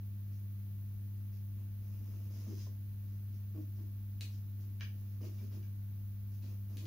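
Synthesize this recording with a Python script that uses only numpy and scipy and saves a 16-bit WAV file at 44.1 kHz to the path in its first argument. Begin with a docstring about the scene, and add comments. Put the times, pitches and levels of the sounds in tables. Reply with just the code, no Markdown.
"""Mains hum fills a quiet workshop, over a low rumble, microphone hiss and a thin electronic whine.
Hands work on the fabric-covered tail of a model aircraft: fingers rub the covering in countless tiny
slips and nudge the hollow, drum-like panel into ringing. Later a small tool clicks and scratches on the
stiff edge. The small room answers each touch briefly."""
import sys
import numpy as np
from scipy import signal
from scipy.fft import rfft, irfft, next_fast_len
from scipy.io import wavfile

SR = 44100
rng = np.random.default_rng(int(sys.argv[2]) if len(sys.argv) > 2 else 0)


def to_wav(sig):
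    """Store sig (one row per channel, or 1-D mono) as 16-bit WAV at the path in sys.argv[1].

    Samples outside -1..1 are clipped; the rate is SR.
    """
    pcm = np.clip(np.atleast_2d(sig), -1, 1) * 32767
    pcm = np.round(pcm).astype(np.int16)
    wavfile.write(sys.argv[1], SR, pcm.T)  # frames by channels


N = 302526
TIME_S = np.arange(N) / SR


def undb(db):
    """Decibels to gain."""
    return 10 ** (np.asarray(db) / 20)


def level(x, db):
    """Scale to an rms level."""
    return x * undb(db) / np.sqrt(np.mean(x ** 2))


def pan(db):
    """Stereo gains for a left-minus-right level."""
    return undb(np.array([[db], [-db]]) / 2)


def colour(x, points):
    """Minimum-phase filter through (freq_hz, gain_db) points."""
    size = next_fast_len(2 * x.shape[-1], True) // 2 * 2
    hz, db = np.transpose(points)
    bins_hz = np.arange(size // 2 + 1) * SR / size
    gain = undb(np.interp(np.log(bins_hz + 1), np.log(hz), db))
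    cepstrum = irfft(np.log(gain))[:size // 2]
    cepstrum[1:] *= 2
    return irfft(rfft(x, size) * np.exp(rfft(cepstrum, size)))[..., :x.shape[-1]]


def ring(force, modes):
    """A body's modes driven by a force; neighbours swing in opposite senses."""
    return sum((-1) ** k * undb(db) * signal.lfilter(*signal.iirpeak(hz, hz / width_hz, fs=SR), force)
               for k, (hz, width_hz, db) in enumerate(modes))


def phase_drift(shape, width_hz):
    """Random walk of phase that widens a tone's line."""
    return np.cumsum(rng.standard_normal(shape), axis=-1) * np.sqrt(2 * np.pi * width_hz / SR)


def add(track, start_s, sound, db):
    """Mix a sound in, at the level of its energy spread over 10 ms."""
    start = int(start_s * SR)
    part = track[start:start + len(sound)]
    part += undb(db) * sound[:len(part)] / np.sqrt(np.sum(sound ** 2) / (SR / 100))


def room(x, wet_db, bounce_gain, bounce_s=0.001636, t60_s=0.28):
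    """Direct sound, a quick bounce off the wing surface, then a short diffuse decay on each side."""
    t = TIME_S[:SR // 2]
    build_up = 1 - np.exp(-t / 0.0059)
    response = rng.standard_normal((2, len(t))) * undb(-60 * t / t60_s) * build_up
    response *= undb(wet_db) / np.sqrt(np.sum(response ** 2) / 2)
    response[:, 0] += 1
    response[:, int(bounce_s * SR)] += bounce_gain
    return signal.fftconvolve(x[None], response, axes=1)[:, :N]


# hum partials: harmonic, level_db, pan_db
HUM_PARTIALS = [(1, -42, 0.8), (2, -59.5, -3), (3, -77.5, 7.5), (4, -88.5, -11)]
HUM_HZ = 100.126


def hum():
    """Iron buzzes at twice the mains frequency."""
    track = np.zeros((2, N))
    for harmonic, db, pan_db in HUM_PARTIALS:
        phase = 2 * np.pi * harmonic * HUM_HZ * TIME_S + rng.uniform(0, 2 * np.pi)
        track += pan(pan_db) * level(np.cos(phase), db)
    return track


# whine centre and sidebands: offset_harmonics, level_db
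WHINE_LINES = [(-2, -90), (-1, -85), (0, -79.5), (1, -80.5)]


def whine(centre_hz=15069):
    """A faint, unsteady electronic tone, modulated by the mains ripple."""
    drift = phase_drift((2, N), width_hz=8)
    track = np.zeros((2, N))
    for offset, db in WHINE_LINES:
        phase = 2 * np.pi * (centre_hz + offset * HUM_HZ) * TIME_S + rng.uniform(0, 2 * np.pi)
        track += level(np.cos(phase + drift), db)
    return track


# rumble common to both sides: freq_hz, density_db
RUMBLE_MID_SPECTRUM = [(25, -16), (39, -16), (47, 2), (75, 0.5), (120, -3), (160, -6), (240, -12),
                       (300, -13), (370, -22), (500, -29.5), (900, -36.5), (3000, -64)]
# rumble opposed between the sides: freq_hz, density_db
RUMBLE_SIDE_SPECTRUM = [(25, -20), (40, -29), (55, -1.5), (110, -1.5), (170, -11.5), (290, -10.5),
                        (400, -23), (600, -30), (1200, -37.5)]


def rumble():
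    """Low room noise, much alike on both sides."""
    mid = level(colour(rng.standard_normal(N), RUMBLE_MID_SPECTRUM), -59.5)
    side = level(colour(rng.standard_normal(N), RUMBLE_SIDE_SPECTRUM), -65)
    return np.array([mid + side, mid - side])


# microphone self-noise: freq_hz, density_db
HISS_SPECTRUM = [(300, -2.5), (1500, -2), (3500, -6), (5200, -7.5), (5900, -8.5), (6450, -8), (7400, -7.5),
                 (9400, -3), (10500, -2), (11900, 1), (14400, 3.5), (15050, 9.5), (15500, 3)]


def hiss():
    """Each microphone adds its own noise."""
    return pan(-0.074) * level(colour(rng.standard_normal((2, N)), HISS_SPECTRUM), -62.5)


def friction(slips_per_s, spread_db):
    """Countless tiny slips of uneven size."""
    slips = rng.random(N) < slips_per_s / SR
    return slips * rng.standard_normal(N) * undb(spread_db * np.minimum(rng.exponential(size=N), 4))


# fingertip friction: freq_hz, density_db
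SLIDE_SPECTRUM = [(800, -20.5), (2000, -10), (2850, -9.5), (3500, -8), (4500, -6.5), (5000, 1.5),
                  (5800, -1), (6700, -4), (8000, -10.5), (10000, -10), (14000, -24)]
# hand and sleeve friction: freq_hz, density_db
BRUSH_SPECTRUM = [(300, 2), (600, -5.5), (1100, 0.5), (1700, -9.5), (2800, -0.5), (4000, -25.5),
                  (7000, -5.5)]
# hollow covered panel: pitch_hz, width_hz, gain_db
PANEL_MODES = [(219.5, 14.5, 8), (280, 22.6, -0.5), (307, 21, 4.5), (375, 80, -4), (478, 42, -7),
               (625, 81, -12.5), (1000, 340, -20.5)]
# strokes over the covering: start_s, length_s, slide_db, brush_db
HAND_STROKES = [(0.31, 0.032, -79, -87), (1.32, 0.028, -77, -88), (1.558, 0.056, -91, -77),
                (1.812, 0.17, -83, -76.5), (2.026, 0.077, -81, -75.5), (2.106, 0.16, -82, -72.5),
                (2.298, 0.15, -73, -71), (2.465, 0.11, -71, -84), (2.571, 0.065, -69.5, -75.5),
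                (3.05, 0.1, -86.5, -100), (3.316, 0.031, -79.5, -90), (3.547, .07, -83, -79),
                (3.74, 0.063, -81.5, -82), (4.306, 0.034, -71.5, -88), (4.587, 0.026, -76, -74),
                (4.932, 0.22, -85.5, -81), (5.204, 0.052, -71, -68), (5.308, 0.14, -77.5, -77),
                (5.505, 0.045, -73.5, -69), (6.308, 0.039, -78.5, -82), (6.41, 0.11, -79.5, -72.5),
                (6.687, 0.21, -78.5, -71.5)]


def rubbing(attack_s=0.014, release_s=0.024, swell_db_per_s=4):
    """Fingertips hiss over the covering; hand and sleeve brush along, and their drag drones the panel."""
    slide, brush = np.zeros((2, N))
    for start_s, length_s, slide_db, brush_db in HAND_STROKES:
        t = TIME_S - start_s
        contact = np.clip(t / attack_s, 0, 1) * np.exp(-np.maximum(t - length_s, 0) / release_s)
        swell_db = swell_db_per_s * np.clip(t, 0, length_s)  # the fingertips gather speed
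        slide += contact * undb(slide_db + swell_db)
        brush += contact * undb(brush_db)
    tips = slide * level(colour(friction(slips_per_s=3500, spread_db=2.0), SLIDE_SPECTRUM), -0.95)
    sleeve = brush * level(colour(friction(slips_per_s=5000, spread_db=7.5), BRUSH_SPECTRUM), -3)
    drone = brush * level(ring(friction(slips_per_s=1100, spread_db=-3.0), PANEL_MODES), 7.65)
    rustle = pan(0.94) * room(tips + sleeve, wet_db=5.5, bounce_gain=0.12)
    return rustle + room(drone, wet_db=-3.5, bounce_gain=0.074)


# pushes on the panel: start_s, level_db, pitch_hz, rise_s
FINGER_NUDGES = [(1.991, -52.5, 200.4, 0.015), (2.465, -45, 280, 0.012), (2.505, -47, 372, 0.014),
                 (2.669, -57, 1055, .004), (3.037, -61.5, 300, 0.0044), (3.547, -48.5, 306, 0.0077),
                 (3.573, -47, 285, 0.0083), (3.583, -62, 613, 0.0079), (3.775, -52.5, 287, 0.023),
                 (4.652, -62.5, 280, 0.0084), (5.208, -52.5, 296, 0.0042), (5.233, -56, 594, 0.0095),
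                 (5.251, -54, 242, .007), (5.266, -55.5, 374, 0.0043), (5.409, -49, 217, 0.0068),
                 (5.429, -56, 400, 0.0094), (5.539, -68, 249, .008), (5.564, -53.5, 344, 0.011),
                 (6.433, -54.5, 251, .014), (6.753, -53.5, 280, .008), (6.825, -53, 317, .008)]


def nudges(grit_db=9):
    """Each soft push is an uneven shudder of skin on fabric that swells, fades and rings the panel."""
    track, t = np.zeros(N), TIME_S[:SR // 5]
    for start_s, db, pitch_hz, rise_s in FINGER_NUDGES:
        pressure = t * np.exp(-t / rise_s)
        shudder = np.sin(2 * np.pi * pitch_hz * t + phase_drift(len(t), width_hz=45))
        grit = undb(grit_db) * rng.standard_normal(len(t))
        add(track, start_s - 0.005, ring(pressure * (shudder + grit), PANEL_MODES), db + 1)
    return pan(0.019) * room(track, wet_db=-2.0, bounce_gain=0.07)


def disperse(x, lag_s):
    """Bending waves carry the treble ahead of the bass, spreading a click slightly."""
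    hz = np.arange(len(x) // 2 + 1) * SR / len(x)
    return irfft(rfft(x) * np.exp(-2j * np.pi * lag_s * hz * (1 - hz / SR)), len(x))


# dry crack of the tool: freq_hz, density_db
CRACK_SPECTRUM = [(600, -24.5), (1200, -12), (2000, -7), (2450, -3), (4400, 0), (6300, -7), (8000, -1),
                  (11000, -8), (15500, -8)]
# stiff edge: pitch_hz, width_hz, gain_db
EDGE_MODES = [(1100, 114, -5.5), (1450, 520, -2.5), (1700, 270, 3.5), (1880, 70, 4.5), (2250, 270, 3.5),
              (2360, 140, 9.5), (2640, 110, -1), (2860, 230, 4), (3340, 250, -18), (4820, 120, 9.5),
              (6170, 380, 2.5)]
# tool clicks and scratches: start_s, level_db, cutoff_hz, scrape_decay_s, edge_db
TOOL_CLICKS = [(4.2094, -50, 11500, 0.0054, -27), (4.799, -70, 3400, .0015, 5),
               (4.8085, -51.5, 2650, 0.0011, 4.5), (5.2299, -72, 4500, 0.0093, 13),
               (5.2514, -67.5, 12000, 0.012, -15), (5.3835, -72.5, 3500, 0.012, 1),
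               (5.5236, -72, 3800, 0.015, -13), (5.6276, -72, 7500, 0.0058, 6),
               (6.4248, -67.5, 8000, 0.04, -7), (6.7709, -58, 12000, .004, -12),
               (6.7857, -70, 10000, 0.029, -21), (6.83, -73, 7000, .012, -12),
               (6.855, -60.5, 6500, .009, -10)]


def clicks(scrape_db=-23, thud_db=-1):
    """The tool slips off the edge: a dry crack, a tiny scrape, the edge's ring and a panel thud."""
    track, t = np.zeros(N), TIME_S[:SR // 5]
    impulse = t == 0
    for start_s, db, cutoff_hz, scrape_decay_s, edge_db in TOOL_CLICKS:
        scrape = undb(scrape_db) * np.exp(-t / scrape_decay_s) * rng.standard_normal(len(t))
        lowpass = signal.butter(2, cutoff_hz, fs=SR)  # a softer contact is duller
        force = signal.lfilter(*lowpass, impulse + scrape)
        crack = colour(force, CRACK_SPECTRUM)
        edge = undb(edge_db) * ring(force, EDGE_MODES)
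        thud = undb(thud_db) * ring(force, PANEL_MODES)
        add(track, start_s - 0.0008, disperse(crack + edge + thud, lag_s=0.001073), db)
    return pan(1.7) * room(track, wet_db=6.5, bounce_gain=0.07, bounce_s=0.0039)


def scene():
    """Hand work over the steady hum of the workshop."""
    return hum() + whine() + rumble() + hiss() + rubbing() + nudges() + clicks()


# microphone port response: freq_hz, gain_db
PORT_DIP = [(6700, 0), (7200, -7.5), (8400, -12), (9500, -7), (11000, 0)]


def record(dry, cutoff_hz=15740):
    """The microphone port hollows out a treble band; the recorder cuts the top steeply."""
    lowpass = signal.ellip(12, 0.1, 80, cutoff_hz, fs=SR, output="sos")
    return signal.sosfilt(lowpass, colour(dry, PORT_DIP))


dry = scene()
out = record(dry)
to_wav(out)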